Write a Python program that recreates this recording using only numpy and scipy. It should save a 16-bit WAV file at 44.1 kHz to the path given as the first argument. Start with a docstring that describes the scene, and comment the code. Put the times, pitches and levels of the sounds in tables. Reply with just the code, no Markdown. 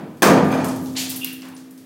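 """A hard-walled lab: a concrete beam snaps in a loading rig while an earlier crack is still dying away.
Bright cracks give way to heavy thuds as the beam drops and settles; the steel rig clanks and rings on.
Chips and flakes land and skitter about, and fine grit trickles, over the hum of ventilation and machines.
Each blow is a burst of grainy noise plus the room's echo; the long rings are decaying sines.
One microphone hears it all, slightly overloaded by the bang."""
import sys
import numpy as np
from scipy import signal
from scipy.io import wavfile

SR = 44100
rng = np.random.default_rng(int(sys.argv[2]) if len(sys.argv) > 2 else 0)


def output_pcm(signal):
    """Save a mono or channel-first signal as 16-bit PCM at the path in sys.argv[1].

    Samples are clipped to [-1, 1] before scaling.
    """
    pcm = np.clip(np.atleast_2d(signal).T, -1, 1) * 32767
    wavfile.write(sys.argv[1], SR, np.round(pcm).astype(np.int16))


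N = 81585
TIME = np.arange(N) / SR
BAND_EDGES_HZ = np.geomspace(25, 18000, 21)
BAND_CENTRES_HZ = np.sqrt(BAND_EDGES_HZ[1:] * BAND_EDGES_HZ[:-1])
HEAVY_CONTACT_S, LIGHT_CONTACT_S = .0015, .002


# The snap: start_s, level_db, direct_vs_room_db
CRACK_HITS = [(0.2209, -11, -7), (.2280, -11.5, -5), (.258, -17.5, -9)]
# Its mid-heavy, bright-topped tone: frequency_hz, relative_db
CRACK_TONE = [(40, -37), (70, -30), (110, -25.5), (170, -7.5), (300, 3.5), (700, 3), (1500, -1.5),
              (3000, -12.5), (6500, -12.5), (10000, -18), (16000, -19.5)]
def cracks(echo):
    """The concrete splits in a quick run of hard, bright blows."""
    tone_db = at_bands(CRACK_TONE)
    return sum(heavy_blow(echo, start_s, level_db, direct_db, tone_db)
               for start_s, level_db, direct_db in CRACK_HITS)


# The weight; negative starts leave only the earlier crack's tail: start_s, level_db, tilt_db_per_octave
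THUD_HITS = [(-.13, -26, 4), (-.01, -28.5, -13), (.250, -13.5, 1), (.288, -10, -.5), (.316, -13, -3.5),
             (.367, -15, 0.5), (.505, -20.5, 1), (.525, -22, 3), (0.576, -25, 3.5), (.64, -29, 5)]
# Their dull, boomy tone: frequency_hz, relative_db
THUD_TONE = [(35, -45), (65, -50), (100, -16.5), (200, -1), (320, -6.5), (600, -8.5), (1300, -19),
             (3000, -33.5), (7000, -50), (16000, -63)]
def thuds(echo, tilt_above_hz=308, direct_db=-13):
    """The beam drops on its supports and settles, each thud with its own treble tilt."""
    octaves = np.log2(np.maximum(BAND_CENTRES_HZ / tilt_above_hz, 1))
    return sum(heavy_blow(echo, start_s, level_db, direct_db, at_bands(THUD_TONE) + tilt * octaves)
               for start_s, level_db, tilt in THUD_HITS)


# The body of the beam: pitch_hz, relative_db
BEAM_MODES = [(207, -20), (250, -31), (298, -18.5), (365, -20), (438, -26), (486, -22.5), (507, -28),
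              (649, -30.5), (684, -24.5), (834, -32), (909, -29.5), (939, -41), (1030, -59), (1195, -26)]
def beam_ring(gain_db=4, t60_s=1.17):
    """The beam rings on its supports, all its modes fading together."""
    modes = [(pitch_hz, relative_db + gain_db, t60_s) for pitch_hz, relative_db in BEAM_MODES]
    return ringing(modes, start_s=.25, swell_s=.023)


# The long steel tail: pitch_hz, level_db, t60_s
RIG_MODES = [(102.4, -34, 2.0), (178, -29, 3.24), (260.5, -16.5, 3.89), (318.2, -36.5, 6.36),
             (399, -34.5, 3.14), (470, -44, 5), (569, -38, 1.3)]
def rig_ring():
    """Freed of its load, the steel rig blooms into a low, lasting ring."""
    return ringing(RIG_MODES, start_s=.24, swell_s=.12)


# The clanks: start_s, level_db
CLANK_HITS = [(0.23, -22.5), (0.513, -30)]
# Their metallic colour: pitch_hz, width_hz, relative_db
FITTING_RESONANCES = [(1220, 110, 0), (1480, 90, -2), (2430, 50, 0), (4410, 50, -15), (5000, 60, -16),
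                      (6300, 200, -11), (8400, 70, -17), (9900, 130, -18)]
def fitting_clanks(echo):
    """The rig's bolted steel fittings clank in narrow resonances."""
    return struck_object(echo, CLANK_HITS, FITTING_RESONANCES, direct_db=-12.5)


# The scatter of chips, led by a faint tick of cracking just before the snap: start_s, level_db, low_hz,
# high_hz, crumble_s, direct_vs_room_db
CHIP_LANDINGS = [ (0.171, -58.5, 2500, 16400, 0.0036, -6), (.442, -48.5, 5000, 14000, .01, -5),
                 (.476, -56, 4150, 13150, 0.021, 5), (.519, -57, 7100, 16090, .004, 9),
                 (.543, -47.5, 2972, 14100, .003, -3), (0.593, -45, 3520, 7600, .008, -19),
                 (0.644, -36.5, 4900, 14500, 0.0036, -2.5), (0.681, -41, 3760, 10400, 0.013, 0),
                 (.760, -48.5, 5000, 13900, 0.0042, 0), (0.817, -47.5, 9600, 16200, 0.018, -8),
                 (0.859, -46.5, 2820, 7140, 0.0016, -5.5), (.954, -34, 1887, 3970, 0.003, -19),
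                 (.963, -24.5, 2400, 7500, 0.0099, -13), (.966, -40.5, 537, 880, 0.0054, -7),
                 (0.973, -37, 6100, 13900, 0.041, 4.5), (1.014, -34, 3000, 15000, 0.0061, -8),
                 (1.094, -33, 8100, 16200, 0.0064, -3), (1.100, -35.5, 2740, 8300, .02, -2.5),
                 (1.102, -47, 7000, 16000, .0006, 11), (1.115, -47.5, 520, 1370, 0.03, -1),
                 (1.159, -36, 9100, 14500, 0.011, 0.5), (1.243, -35.5, 1760, 5800, 0.0071, -6),
                 (1.2460, -34, 9700, 17600, 0.00049, 5), (1.327, -44.5, 9150, 15640, 0.007, 1.5),
                 (1.419, -46.5, 1500, 6170, 0.0027, -3), (1.421, -41.5, 354, 1940, 0.026, -9.5),
                 (1.485, -59.5, 8640, 13900, 0.0034, 4), (1.547, -56, 9300, 9740, 0.0045, 1.5),
                 (1.563, -51.5, 3670, 7960, 0.0058, -2.5), (1.709, -55.5, 7100, 16800, .002, -1),
                 (1.776, -54, 2950, 14200, 0.0055, -4)]
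def chips(echo):
    """A faint crack ticks just before the snap; after it, each piece of concrete crumbles on landing and sounds
    in a range set by its size."""
    track = np.zeros(N)
    for start_s, level_db, low_hz, high_hz, crumble_s, direct_db in CHIP_LANDINGS:
        direct = band_pass(crumble(crumble_s), low_hz, high_hz)
        room = band_pass(echo(crumble_s).sum(axis=0), low_hz, high_hz)
        track += place(start_s, level_db, direct_db, direct, room)
    return track


# The slap: start_s, level_db
FLAKE_SLAPS = [(0.966, -31)]
# Its brittle colour: pitch_hz, width_hz, relative_db
FLAKE_RESONANCES = [(3140, 110, -15), (4370, 750, -2.5), (7020, 250, 0.5)]
def flake_slap(echo):
    """A large flake slaps down and resonates briefly."""
    return struck_object(echo, FLAKE_SLAPS, FLAKE_RESONANCES, direct_db=-8)


# A quick, close flurry of clinks: start_s, level_db
SHARD_CLINKS = [(1.209, -46.5), (1.215, -37), (1.229, -36), (1.24, -41)]
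# Their thin ring: pitch_hz, width_hz, relative_db
SHARD_RESONANCES = [(2620, 110, -8), (2790, 100, 0), (3230, 120, -13), (3490, 130, -13)]
def rocking_shard(echo):
    """A shard rocks to rest, clinking at each contact."""
    return struck_object(echo, SHARD_CLINKS, SHARD_RESONANCES, direct_db=.5)


def grit(echo, start_s=.35, rise_s=.52, peak_grains_per_s=490, level_db=-54, room_db=3.5):
    """A thin stream of sand grains trickles from the break, swells and runs out."""
    progress = (np.maximum(TIME - start_s, 0) / rise_s) ** 2
    grains_per_s = peak_grains_per_s * progress * np.exp(1 - progress)
    falls = rng.random(N) < grains_per_s / SR
    grains = falls * rng.standard_normal(N)
    room = signal.fftconvolve(grains, unit_energy(echo(LIGHT_CONTACT_S).sum(axis=0)))[:N]
    trickle = band_pass(grains + from_db(room_db) * room, low_hz=4900, high_hz=16500)
    return from_db(level_db) * np.sqrt(N) * unit_energy(trickle)


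# The room's tail, longest in the bass: frequency_hz, t60_s
LAB_DECAY = [(60, 3.28), (180, 1.28), (400, 1.015), (900, 0.95), (2000, 0.69), (4000, 0.56), (8000, 0.42),
             (15000, 0.31)]
def lab_reverb():
    """The hard walls' echo by band: different for each spot, slower to build for a longer contact."""
    bands = noise_bands()
    decay = np.array([fade(t60_s) for t60_s in at_bands(LAB_DECAY)])
    def echo(contact_s, build_s=.00067):
        attack = 1 - np.exp(-TIME / (build_s + contact_s))
        return np.roll(bands, -rng.integers(N // 2), axis=1) * decay * attack
    return echo


# The room tone: frequency_hz, relative_db
HUM_TONE = [(30, -47), (70, -13), (150, 9), (350, 4.5), (800, -9), (2000, -11), (6000, -19.5), (15000, -20)]
def ventilation_hum(level_db=-50):
    """Ventilation and machines lay down a steady bed of low noise."""
    noise = from_db(at_bands(HUM_TONE)) @ noise_bands()
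    return from_db(level_db) * np.sqrt(N) * unit_energy(noise)


def heavy_blow(echo, start_s, level_db, direct_db, tone_db):
    """A short burst of force, coloured by the beam, and the room's answer."""
    gains = from_db(tone_db)
    force = crumble(HEAVY_CONTACT_S)[:SR // 4]
    direct = sum(gain * band_pass(force, low_hz, high_hz)
                 for gain, low_hz, high_hz in zip(gains, BAND_EDGES_HZ, BAND_EDGES_HZ[1:]))
    direct = np.pad(direct, (0, N - len(direct)))
    return place(start_s, level_db, direct_db, direct, room=gains @ echo(HEAVY_CONTACT_S))


def ringing(modes, start_s, swell_s):
    """Modes that swell as the load is let go, then die away."""
    rings = sum(from_db(level_db) * fade(t60_s) * np.sin(2 * np.pi * (pitch_hz * TIME + rng.random()))
                for pitch_hz, level_db, t60_s in modes)
    swell = 1 - np.exp(-TIME / swell_s)
    return np.pad(rings * swell, (int(start_s * SR), 0))[:N]


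def struck_object(echo, hits, resonances, direct_db):
    """Short contacts set an object's resonances ringing in the room."""
    def body(x):
        return sum(from_db(db) * band_pass(x, hz - width / 2, hz + width / 2)
                   for hz, width, db in resonances)
    track = np.zeros(N)
    for start_s, level_db in hits:
        direct = body(crumble(LIGHT_CONTACT_S))
        room = body(echo(LIGHT_CONTACT_S).sum(axis=0))
        track += place(start_s, level_db, direct_db, direct, room)
    return track


def crumble(crumble_s, spread_db=2.6, rise_share=.31):
    """A spray of uneven grains that builds up and dies away."""
    grains = rng.standard_normal(N) * from_db(spread_db * np.minimum(rng.exponential(1, N), 4))
    age = np.minimum(TIME / crumble_s, 40)
    return grains * np.exp(-age) * (1 - np.exp(-age / rise_share))


def place(start_s, level_db, direct_db, direct, room, window_s=.04):
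    """Cue a hit and its echo; the echo carries the energy of level_db held for window_s."""
    blend = from_db(direct_db) * unit_energy(direct) + unit_energy(room)
    hit = from_db(level_db) * np.sqrt(window_s * SR) * blend
    offset = N - round(start_s * SR)
    return np.pad(hit, N)[offset:offset + N]


def noise_bands():
    """White noise split into half-octave bands, neighbours unrelated."""
    white = rng.standard_normal((2, N + SR))
    return np.array([band_pass(white[k % 2], BAND_EDGES_HZ[k], BAND_EDGES_HZ[k + 1])[SR:]
                     for k in range(len(BAND_CENTRES_HZ))])


def band_pass(x, low_hz, high_hz):
    """Causal band-pass, at least 2% wide."""
    high_hz = np.clip(high_hz, low_hz * 1.02, .45 * SR)
    return signal.sosfilt(signal.butter(2, [low_hz, high_hz], "band", fs=SR, output="sos"), x + 1e-18)


def at_bands(curve):
    """Read a frequency curve at the band centres."""
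    hz, values = np.transpose(curve)
    return np.interp(np.log(BAND_CENTRES_HZ), np.log(hz), values)


def fade(t60_s):
    """Exponential decay, 60 dB down after t60_s."""
    return np.exp(-np.log(1000) * TIME / t60_s)


def from_db(db):
    """Decibels to gain."""
    return 10 ** (np.asarray(db) / 20)


def unit_energy(x):
    """Scale to an energy of one."""
    return x / np.sqrt(np.sum(x ** 2) + 1e-30)


def scene():
    """Every layer reaches one microphone, the same on both channels."""
    echo = lab_reverb()
    beam_and_rig = beam_ring() + rig_ring() + fitting_clanks(echo)
    bed = ventilation_hum()
    large_pieces = flake_slap(echo) + rocking_shard(echo)
    fracture = cracks(echo) + thuds(echo)
    small_pieces = chips(echo) + grit(echo)
    return np.tile(fracture + beam_and_rig + large_pieces + small_pieces + bed, (2, 1))


def record(dry, low_cut_hz=83, ceiling=.97, high_cut_hz=15900):
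    """The microphone drops the deep bass; the loudest peaks are rounded and the top is cut."""
    thinned = signal.sosfilt(signal.butter(2, low_cut_hz, "high", fs=SR, output="sos"), dry)
    rounded = thinned / (1 + (thinned / ceiling) ** 6) ** (1 / 6)
    return signal.sosfilt(signal.ellip(10, .1, 80, high_cut_hz, fs=SR, output="sos"), rounded)


dry = scene()
out = record(dry)
output_pcm(out)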